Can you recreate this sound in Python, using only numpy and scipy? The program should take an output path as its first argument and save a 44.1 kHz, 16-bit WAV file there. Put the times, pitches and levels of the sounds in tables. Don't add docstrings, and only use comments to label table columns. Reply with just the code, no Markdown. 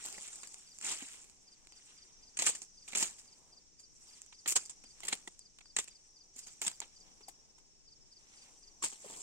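import sys
import numpy as np
from scipy import signal
from scipy.fft import rfft, irfft, next_fast_len
from scipy.io import wavfile
from scipy.ndimage import uniform_filter1d, map_coordinates

SR = 44100
rng = np.random.default_rng(int(sys.argv[2]) if len(sys.argv) > 2 else 0)


def wrap_up_sound(samples):
    columns = np.atleast_2d(samples).T
    tamed = np.clip(columns, -1, 1)
    steps = np.round(tamed * 32767).astype(np.int16)
    wavfile.write(sys.argv[1], SR, steps)


N = 406602
T = np.arange(N) / SR

# start_s, level_db, leaf_share_db, stem_share_db, fizz_share_db,
# fade_s, ring_hz, ring_share_db, pan_db
CUTS = [(0.0502, -47.5, -11, -9.5, -10, 0.134, 2030, 2.5, 0.5),
        (0.1775, -61, 2, 5.5, -26.5, .032, 2502, 10, 1), (0.2761, -51, -22, -23, -34.5, .06, 2410, 6.5, -1),
        (0.431, -55.5, 6, -13, -19.5, 0.09, 1090, 10.5, 1),
        (1.004, -55, -11, -19.5, -24.5, 0.043, 2400, 4.5, -2),
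        (1.022, -54, -11, -8.5, -23.5, 0.0506, 270, 10.5, -3),
        (2.37, -36.5, -9, -29, -31, .027, 2540, 5, -.5), (2.39, -33, -9.5, -21.5, -29, .038, 2170, -3.5, 1),
        (2.4205, -29.5, -15, -15.5, -23.5, 0.0415, 2094, 4.5, 1.5),
        (2.4668, -28, -12, -19.5, -26, 0.036, 2395, 4.5, -2),
        (2.4889, -39.5, -15.5, -10, -30.5, 0.057, 2396, 4, 0),
        (2.552, -45, -17, -39, -34, 0.065, 1810, 6.5, 2),
        (2.6178, -47, -18, -21, -27.5, 0.0975, 354, -18, -2.5),
        (2.878, -47, -5, -19.5, -24.5, 0.13, 2465, 2, -.5),
        (2.921, -50.5, -5.5, -25, -22.5, 0.014, 2300, -5, 1.5),
        (2.931, -48.5, 4, -4, -26.5, 0.0305, 2220, 17, -3),
        (2.95, -33, -5, -12, -19.5, .066, 2360, 10.5, 0.5),
        (3.0075, -38, -21.5, -14.5, -12.5, .035, 1857, 7, -1),
        (3.025, -30, -12, -14.5, -26, .033, 2400, -1, 2), (3.184, -53.5, -9, -41, -21.5, .093, 2010, -2, 0),
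        (3.795, -55, -17.5, -26.5, -24.5, 0.115, 287, -19.5, -3.5),
        (4.324, -62, 4, -15, -28.5, 0.043, 973, 10, -3),
        (4.4587, -45.5, 5.5, -6, -27.5, 0.0422, 1922, 13.5, -0.5),
        (4.476, -34.5, -15, -37, -12, .053, 2430, -0.5, 2.5),
        (4.5572, -26, -16.5, -21.5, -32.5, 0.043, 2370, -3, -5.5),
        (4.695, -41.5, -16.5, -26, -26.5, .049, 983, -10, -.5),
        (4.8376, -59.5, -3.5, -9, -40, .04, 249, 3, -3),
        (5.0327, -52, 1.5, -7.5, -12.5, .05, 2086, 19.5, -4),
        (5.05, -42.5, -13, -18.5, -18.5, 0.022, 2300, 4, 1.5),
        (5.082, -32.5, -7, -20.5, -23, 0.03, 1844, 6.5, -.5),
        (5.1262, -34, -2.5, -13, -29, 0.0243, 2130, 6.5, 0),
        (5.2746, -46.5, -3, -4.5, -43.5, 0.0297, 1980, 16.5, -2),
        (5.5864, -62.5, 3.5, -28.5, -23, 0.015, 2613, 21, 1),
        (5.6076, -66, 10.5, -6, -36.5, 0.028, 2290, 4.5, 1),
        (5.7648, -29.5, -5, -20, -33, 0.026, 1850, 6, 2),
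        (5.786, -28.5, -17.5, -13.5, -31, 0.0224, 1987, 4, 0),
        (5.802, -49.5, -10, -23.5, -23.5, 0.129, 1910, 12, 2),
        (5.8763, -51, -6.5, -15.5, -25.5, 0.0396, 1840, 0.5, -3.5),
        (6.361, -58, -12.5, -8.5, -16.5, 0.037, 250, -1.5, 0),
        (6.386, -53, -20.5, -37.5, -19, .031, 1010, -8.5, -8),
        (6.4655, -54, -7.5, -13.5, -20, .12, 2450, 2, -3),
        (6.6183, -40, -6, -15, -16, 0.0564, 2300, 10.5, -1.5),
        (6.6485, -45, -17, -20, -22, 0.0214, 894, 2.5, -6.5),
        (6.6653, -32, -7.5, -19.5, -30.5, 0.0364, 2560, -9, 2.5),
        (6.6776, -37.5, -7.5, -17, -22, 0.0205, 1620, 3, -4.5),
        (6.8157, -53, 6, -5.5, -38, 0.096, 908, 13.5, -1), (7.207, -69.5, 5, 4.5, -34, 0.045, 734, 9, 0.5),
        (7.2822, -48.5, -10, -12.5, -12, 0.0765, 776, 8.5, 5.5),
        (7.5812, -63.5, -5.5, -19.5, -22.5, 0.067, 939, 8.5, -3),
        (8.824, -41, -5, -19.5, -21.5, .04, 1120, 12.5, -3.5),
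        (8.838, -37, -13, -22, -24.5, 0.097, 944, 7, 6), (8.925, -58, -1, -3, -14.5, .04, 374, 0, 7.5),
        (9.0445, -66, -10.5, 6.5, -27, .031, 563, 26.5, -1.5),
        (9.0588, -61.5, -18.5, 6.5, -26.5, 0.0338, 413.7, 19, 1),
        (9.098, -62, -15.5, 3, -25.5, .12, 600, 14, -4.5)]
# start_s, level_db, leaf_share_db, fizz_share_db, pan_db
SNAPS = [(0.086, -46.5, -11.5, -14.5, 18), (0.1256, -46, -17.5, -16, 2), (0.4733, -46, -13, -14.5, 2),
         (0.5434, -41, -16, -36.5, 5), (0.7869, -43.5, -17.5, -23, -7.5), (0.8123, -46.5, -9.5, -19.5, -1),
         (0.8464, -48, -11.5, -25, -4), (0.8906, -42.5, -22, -16.5, 0), (0.916, -45, -3, -16, -6),
         (1.144, -59, 1, -25.5, -4), (1.243, -51, -12.5, -26, -1), (1.298, -54.5, -9.5, -20.5, -1.5),
         (1.649, -63.5, -3.5, -22.5, -2.5), (1.6716, -54.5, -2.5, -23.5, -3), (1.7232, -55, -2, -31, -2),
         (2.39, -29.5, -12.5, -24, -3.5), (2.5506, -38, -14.5, -26.5, -1), (2.9733, -29.5, -16, -16.5, -5),
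         (4.2182, -43.5, -15.5, -34, -6.5), (4.2627, -53.5, -15.5, -28.5, -8),
         (4.5232, -31.5, -11.5, -16, -0.5), (4.6593, -47, -19, -20.5, -1.5), (5.005, -43, -10, -16.5, -2.5),
         (5.0714, -42, -20, -15.5, -3), (5.1532, -45, -11.5, -12, 2), (5.3926, -44.5, -22, -24.5, -2),
         (5.5868, -55.5, -3, -25, -7), (5.657, -62.5, 2.5, -36, -2), (5.7651, -28, -12, -29, 0),
         (5.8003, -37.5, -9, -26, -5.5), (5.8429, -45, -15.5, -12, 3.5), (6.6167, -34.5, -6.5, -14, -2.5),
         (6.68, -30, -9, -23, -5.5), (6.6995, -48.5, -17.5, -25, 2.5), (6.7154, -46.5, -6.5, -27.5, 0.5),
         (6.8034, -30, -18, -39, -8), (8.8442, -46.5, -0.5, -17, 9.5), (8.861, -45, -7, -22, 5)]
SNAP_STEM_DB = -9.5


def amp(db):
    return 10 ** (np.asarray(db) / 20)


def unit(x):
    return x / np.sqrt(np.mean(x ** 2) + 1e-20)


def along(points, hz):
    point_hz, values = np.transpose(points)
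    return np.interp(np.log(hz + 1), np.log(point_hz + 1), values)


def curves(rows):
    times, *columns = np.transpose(rows)
    return [np.interp(T, times, column) for column in columns]


def wobble(rate_hz):
    return map_coordinates(rng.standard_normal(int(N * rate_hz / SR) + 4), [T * rate_hz])


def filtered(x, response):
    size = next_fast_len(N + 8192)
    return irfft(rfft(x, size) * response(np.fft.rfftfreq(size, 1 / SR)), size)[..., :N]


def at_microphones(pair, colour, likeness):
    # frequency_hz, pan_db
    balance = [(60, 5.5), (130, 4.5), (400, 5.5), (1040, 2.5), (1850, -3), (2700, -2.5), (4790, 2.5),
               (5790, 1.5), (7000, -7.5), (8470, 7), (10200, 4), (15000, -1.5)]
    size = next_fast_len(N + 8192)
    hz = np.fft.rfftfreq(size, 1 / SR)
    angle = np.arccos(np.clip(along(likeness, hz), -1, 1)) / 2
    gain = unit(amp(along(colour, hz)))
    mid, side = rfft(pair, size) * gain * [np.cos(angle), np.sin(angle)]
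    pan = amp(np.outer([.5, -.5], along(balance, hz)))
    return irfft([mid + side, mid - side] * pan, size)[:, :N]


def breeze():
    # frequency_hz, relative_db
    air_colour = [(12, -10), (20, 4.5), (30, -6), (100, -16), (130, -13), (380, -17.5), (800, -28),
                  (1500, -30), (2400, -28), (4000, -28.5), (7300, -19), (9000, -30.5), (10300, -52.5),
                  (15800, -52.5), (16000, -66)]
    air = at_microphones(rng.standard_normal((2, N)), air_colour, likeness=[(100, 0.035)])
    return amp(-68 + wobble(3.09)) * air


def far_chorus():
    # time_s, level_db
    drone_levels = [(0, -69), (1.0, -64.5), (1.3, -69.5), (2.3, -65.5), (3.0, -63.5), (3.5, -70),
                    (4.5, -63.5), (5.7, -69.5), (6.6, -66), (7.8, -72), (8.4, -66.5), (9.22, -70)]
    # pitch_hz, half_width_hz, relative_db
    wings = [(5408, 90, -8.5), (5740, 740, -6.5), (6057, 430, -5)]

    def ringing(hz):
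        return sum(amp(db) / (1 + ((hz - pitch) / width) ** 2) for pitch, width, db in wings)

    throb = amp(2.4 * np.sin(2 * np.pi * 18.0 * T + 2 * wobble(2)))
    drone = filtered(rng.standard_normal((2, N)), ringing)
    return unit(drone * throb) * amp(curves(drone_levels)[0])


def wing_strokes(middles_s, pitch_hz, fall_hz, length_s, level_db, uneven):
    out = np.zeros(N + SR)
    progress = np.arange(round(length_s * SR)) / (length_s * SR)
    shape = np.sin(np.pi * progress ** 1.035) ** 1.266
    levels_db = np.broadcast_to(level_db, len(middles_s))
    nudges = uneven * rng.standard_normal((len(middles_s), 3))
    for middle_s, db, (pitch_nudge, time_nudge, level_nudge) in zip(middles_s, levels_db, nudges):
        hz = pitch_hz + 20 * pitch_nudge + fall_hz * (.45 - progress ** 1.298)
        phase = 2 * np.pi * (np.cumsum(hz) / SR + rng.uniform())
        start = max(round((middle_s + .0015 * time_nudge - length_s / 2) * SR), 0)
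        out[start:][:len(shape)] += amp(db + 1.3 * level_nudge) * shape * np.sin(phase)
    return out[:N]


def steady_cricket():
    # time_s, level_db
    song_levels = [(0, -69), (1.5, -74), (2.6, -68), (3.3, -74), (4.5, -69.5), (5.3, -76), (5.8, -68),
                   (6.9, -70.5), (7.4, -66), (8.1, -65), (8.3, -73), (9.22, -70)]
    times = np.arange(.04, T[-1], 1 / 19.3)
    song = wing_strokes(times, pitch_hz=5370, fall_hz=70, length_s=.046, level_db=0, uneven=1.1)
    return amp(curves(song_levels)[0]) * song


def trilling_crickets():
    # first_s, last_s, strokes_per_s, pitch_hz, fall_hz, first_db, last_db
    phrases = [(0.014, 1.191, 20.4, 5773, 219, -57, -68.5), (1.42, 1.67, 18.7, 5636, 100, -73, -75),
               (1.713, 3.144, 19.16, 5812, 300, -62, -64.5), (3.356, 3.756, 18, 5650, 100, -72.5, -71),
               (3.862, 5.229, 19.6, 5791, 304, -63, -66), (5.42, 5.925, 23, 5648, 100, -73.5, -67.5),
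               (6.046, 7.413, 20.5, 5797, 325, -64, -63.5), (7.488, 8.205, 20.8, 5590, 100.4, -72.5, -70),
               (8.235, 9.01, 20.1, 5828, 300, -65, -60.5)]
    out = np.zeros(N)
    for first_s, last_s, rate, pitch_hz, fall_hz, first_db, last_db in phrases:
        times = np.linspace(first_s, last_s, round((last_s - first_s) * rate) + 1)
        levels_db = np.interp(times, [first_s, last_s], [first_db, last_db])
        out += wing_strokes(times, pitch_hz, fall_hz, length_s=.036, level_db=levels_db, uneven=.8)
    return out


def calling_cricket():
    calls = [.144, .428, .677, 0.929, 1.483, 1.731, 1.985, 2.234, 2.497, 2.782, 3.035, 3.284, 3.534, 3.798,
             4.093, 4.348, 4.612, 4.864, 5.415, 5.661, 5.915, 6.171, 6.438, 6.695, 6.969, 7.239, 7.884,
             8.127, 8.377, 8.636]
    times = np.concatenate([calls, np.add(calls, 0.04434)])
    return wing_strokes(times, pitch_hz=4780, fall_hz=880, length_s=0.029, level_db=-54.5, uneven=.6)


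def tree_echo(sound, fade_s=0.13):
    t = np.arange(SR // 5) / SR
    tail = rng.standard_normal((2, len(t))) * amp(-60 * t / fade_s)
    return signal.fftconvolve(sound[None], tail / np.linalg.norm(tail[0]), axes=1)[:, :N]


def crickets():
    caller, trill, steady = calling_cricket(), trilling_crickets(), steady_cricket()
    left = np.roll(caller, -2) * amp(-1.0) + trill + steady
    right = caller * amp(-2.5) + trill * amp(.5) - np.roll(steady, 2)
    scattered = amp(-10.5) * caller + amp(-1) * trill + amp(-2.0) * steady
    return np.array([left, right]) + far_chorus() + tree_echo(scattered)


def crackle(grains_per_s, spread_db, patchy_db):
    spectrum = signal.stft(rng.standard_normal((2, N), np.float32), nperseg=256)[2]
    patches = uniform_filter1d(rng.standard_normal(spectrum.shape[1:]), size=4, axis=0)
    patches = uniform_filter1d(patches, size=5, axis=1)
    noise = signal.istft(spectrum * amp(patchy_db * unit(patches)), nperseg=256)[1][:, :N]
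    sizes = amp(spread_db * np.minimum(rng.exponential(size=int(N * grains_per_s / SR) + 2), 3))
    return unit(sizes[(T * grains_per_s).astype(int)] * noise)


def rustle():
    # time_s, level_db, leaf_share_db, stem_level_db
    movement = [(0.0, -50, -5.5, -73), (0.13, -48, -11.5, -67), (0.33, -52.5, -8.5, -71.5),
                (0.5, -55.5, -14.5, -76), (0.66, -60, -8, -77), (0.8, -61, -14.5, -82.5),
                (0.97, -49.5, -6.5, -70), (1.1, -51.5, -8, -73), (1.41, -71, -9.5, -80.5),
                (1.67, -72.5, -5, -80), (1.87, -61.5, -8.5, -80.5), (2.2, -76, -1, -80.5),
                (2.6, -64, -14, -78.5), (2.72, -77.5, -11, -84), (2.87, -61, -14.5, -86),
                (3.14, -72, -12, -77), (3.2, -63, -8, -78), (3.54, -75, -5.5, -74),
                (3.77, -89.5, -17.5, -98.5), (4.01, -63.5, -17, -82), (4.16, -58.5, -8, -77.5),
                (4.3, -72, -9.5, -83.5), (4.5, -72, -9, -82), (4.64, -59, -13, -78), (4.76, -71, -10, -81),
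                (4.93, -67.5, -8, -77.5), (5.1, -59, -5.5, -73), (5.57, -81, -14, -91.5),
                (5.85, -68.5, -9, -82.5), (6.33, -79, -8.5, -80.5), (6.38, -57.5, -9.5, -81.5),
                (6.5, -60.5, -8.5, -79), (6.6, -67.5, -8.5, -82.5), (7.11, -71, -4.5, -75),
                (7.9, -90.5, -10.5, -89.5), (8.27, -69, -2.5, -78), (8.42, -63.5, -6.5, -74),
                (8.75, -75, -7, -78.5), (8.92, -56, -8.5, -74), (9.0, -58, -9, -71),
                (9.22, -54, -9.5, -67.5)]
    dry_db, leaf_share_db, stem_db = curves(movement)
    levels_db = np.array([dry_db, dry_db + leaf_share_db, stem_db, dry_db - 23.5])
    flutter_db = 2.1 * np.array([wobble(30), wobble(20), wobble(14), wobble(30)])
    strength = amp(levels_db + flutter_db)
    return np.stack([strength, strength], axis=1)


def add_burst(strength, start_s, levels_db, pan_db, shape):
    gain = amp(np.add.outer(levels_db, [pan_db / 2, -pan_db / 2]))
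    span = strength[..., round(start_s * SR):][..., :len(shape)]
    span += gain[..., None] * shape[:span.shape[-1]]


def fibre_snaps(click_db=17.5, fray_fade_s=0.01286):
    fraying, clicks = np.zeros((4, 2, N)), np.zeros((4, N))
    t = np.arange(SR // 8) / SR
    for start_s, db, leaf_db, fizz_db, pan_db in SNAPS:
        levels_db = db + np.array([0, leaf_db, leaf_db + SNAP_STEM_DB, fizz_db])
        add_burst(fraying, start_s, levels_db, pan_db, amp(-60 * t / fray_fade_s))
        clicks[:, round(start_s * SR)] = amp(levels_db + click_db) * rng.choice([-1, 1])
    return fraying, clicks


def hollow_cane():
    out, t = np.zeros(N + SR), np.arange(SR // 10) / SR
    for start_s, db, *_, ring_hz, ring_db, _ in CUTS:
        fade_s = 0.0078 + 15 / ring_hz
        shape = (1 - np.exp(-t / 0.00172)) * amp(-60 * t / fade_s)
        out[round(start_s * SR):][:len(t)] += amp(db + ring_db) * shape * np.sin(2 * np.pi * ring_hz * t)
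    return at_microphones(np.array([out[:N], np.zeros(N)]), colour=[(100, 0)], likeness=[(100, 1)])


def blade_cuts(tear_s=0.00503):
    strength, t = np.zeros((4, 2, N)), np.arange(SR // 8) / SR
    for start_s, db, leaf_db, stem_db, fizz_db, fade_s, _, _, pan_db in CUTS:
        shape = (1 - np.exp(-t / 0.000369)) * amp(-60 * np.maximum(t - tear_s, 0) / fade_s)
        add_burst(strength, start_s, db + np.array([0, leaf_db, stem_db, fizz_db]), pan_db, shape)
    return strength


def blade_slashes(swell_db=22, shake_fade_s=0.309):
    # start_s, rise_s, hold_s, fade_s, level_db, leaf_share_db, stem_share_db, fizz_share_db
    slashes = [(0.804, 0.0481, 0.0828, 0.112, -42, -4, -16, -24),
               (2.384, 0.0064, 0.0816, 0.311, -42.5, -4.5, -17.5, -21),
               (2.455, 0.0143, .001, 0.0916, -28, -10.5, -31.5, -22.5),
               (2.945, 0.0359, 0.051, 0.2544, -36, -9, -22, -21),
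               (4.468, 0.0117, 0.0454, .05, -35.5, -11, -28.5, -11),
               (4.553, 0.01214, .001, 0.0433, -25.5, -7.5, -18, -23),
               (5.018, 0.0512, 0.029, .1, -59.5, 3, -7, -3.5),
               (5.105, 0.0243, 0.00097, 0.0815, -43, -3.5, -14.5, -21.5),
               (5.778, 0.0095, .001, 0.0614, -38, -3, -25, -18.5),
               (6.359, 0.0342, .001, 0.029, -50.5, -17, -34.5, -15.5),
               (6.612, 0.0094, 0.0582, 0.236, -48, -6.5, -17, -15),
               (8.821, 0.0187, 0.00094, 0.1225, -33.5, -10.5, -18.5, -21),
               (9.051, 0.0504, 0.078, 0.185, -55, -16, -10, -22.5)]
    shake_db = [-18.5, -21.5, -21.5, -27.5]
    strength, t = np.zeros((4, 2, N)), np.arange(SR // 3) / SR
    for start_s, rise_s, hold_s, fade_s, db, leaf_db, stem_db, fizz_db in slashes:
        after_s = np.maximum(t - rise_s - hold_s, 0)
        swell = amp(swell_db * np.minimum(t / rise_s - 1, 0))
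        levels_db = db + np.array([0, leaf_db, stem_db, fizz_db])
        add_burst(strength, start_s, levels_db, 0, swell * amp(-60 * after_s / fade_s))
        add_burst(strength, start_s, levels_db + shake_db, 0, swell * amp(-60 * after_s / shake_fade_s))
    return strength


def stripped_cane():
    # frequency_hz, relative_db
    dry_colour = [(3000, -44), (4500, -13.5), (6000, -8.5), (7400, 0), (8900, -7), (10300, -31),
                  (11500, -48)]
    leaf_colour = [(700, -26), (1200, -8.5), (1620, -8.5), (2350, -3), (3300, -3.5), (4500, -7.5),
                   (6000, -46)]
    stem_colour = [(60, -20), (110, -20.5), (170, -2.5), (390, 0.5), (600, -4), (820, 2), (1100, -3),
                   (1800, -26.5)]
    fizz_colour = [(9000, -30.5), (10300, 1.5), (12500, 2.5), (15500, -10.5), (15900, -7), (16000, -31),
                   (16500, -44)]
    # frequency_hz, likeness (0 to 1)
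    likeness = [(60, 0.57), (300, 0.964), (1500, 0.534), (5000, 0.396), (9000, 0.24), (15000, 0.31)]
    # time_s, delay_samples
    left_delay = [(0, 5), (6.8, 5), (7.2, 8), (8.4, 9), (8.75, -10), (9.22, -12)]
    thin, thick = crackle(1200, spread_db=3.5, patchy_db=2), crackle(700, spread_db=2.5, patchy_db=2.5)
    smooth = rng.standard_normal((2, N))
    voices = [(dry_colour, thin), (leaf_colour, thick), (stem_colour, smooth), (fizz_colour, thin)]
    strengths = rustle() + blade_slashes() + blade_cuts()
    fraying, clicks = fibre_snaps()
    out = hollow_cane()
    for (colour, noise), strength, click in zip(voices, strengths + fraying, clicks):
        average = strength.mean(0)
        pan = strength / average
        out += at_microphones(average * noise + click * [[1], [.3]], colour, likeness) * pan
    delay = np.round(curves(left_delay)[0]).astype(int)
    delayed = np.clip(np.arange(N) - delay, 0, N - 1)
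    return np.array([out[0, delayed], out[1]])


def scene():
    return stripped_cane() + crickets() + breeze()


def record(dry, top_hz=16450):
    return filtered(dry, lambda hz: hz < top_hz)


dry = scene()
out = record(dry)
wrap_up_sound(out)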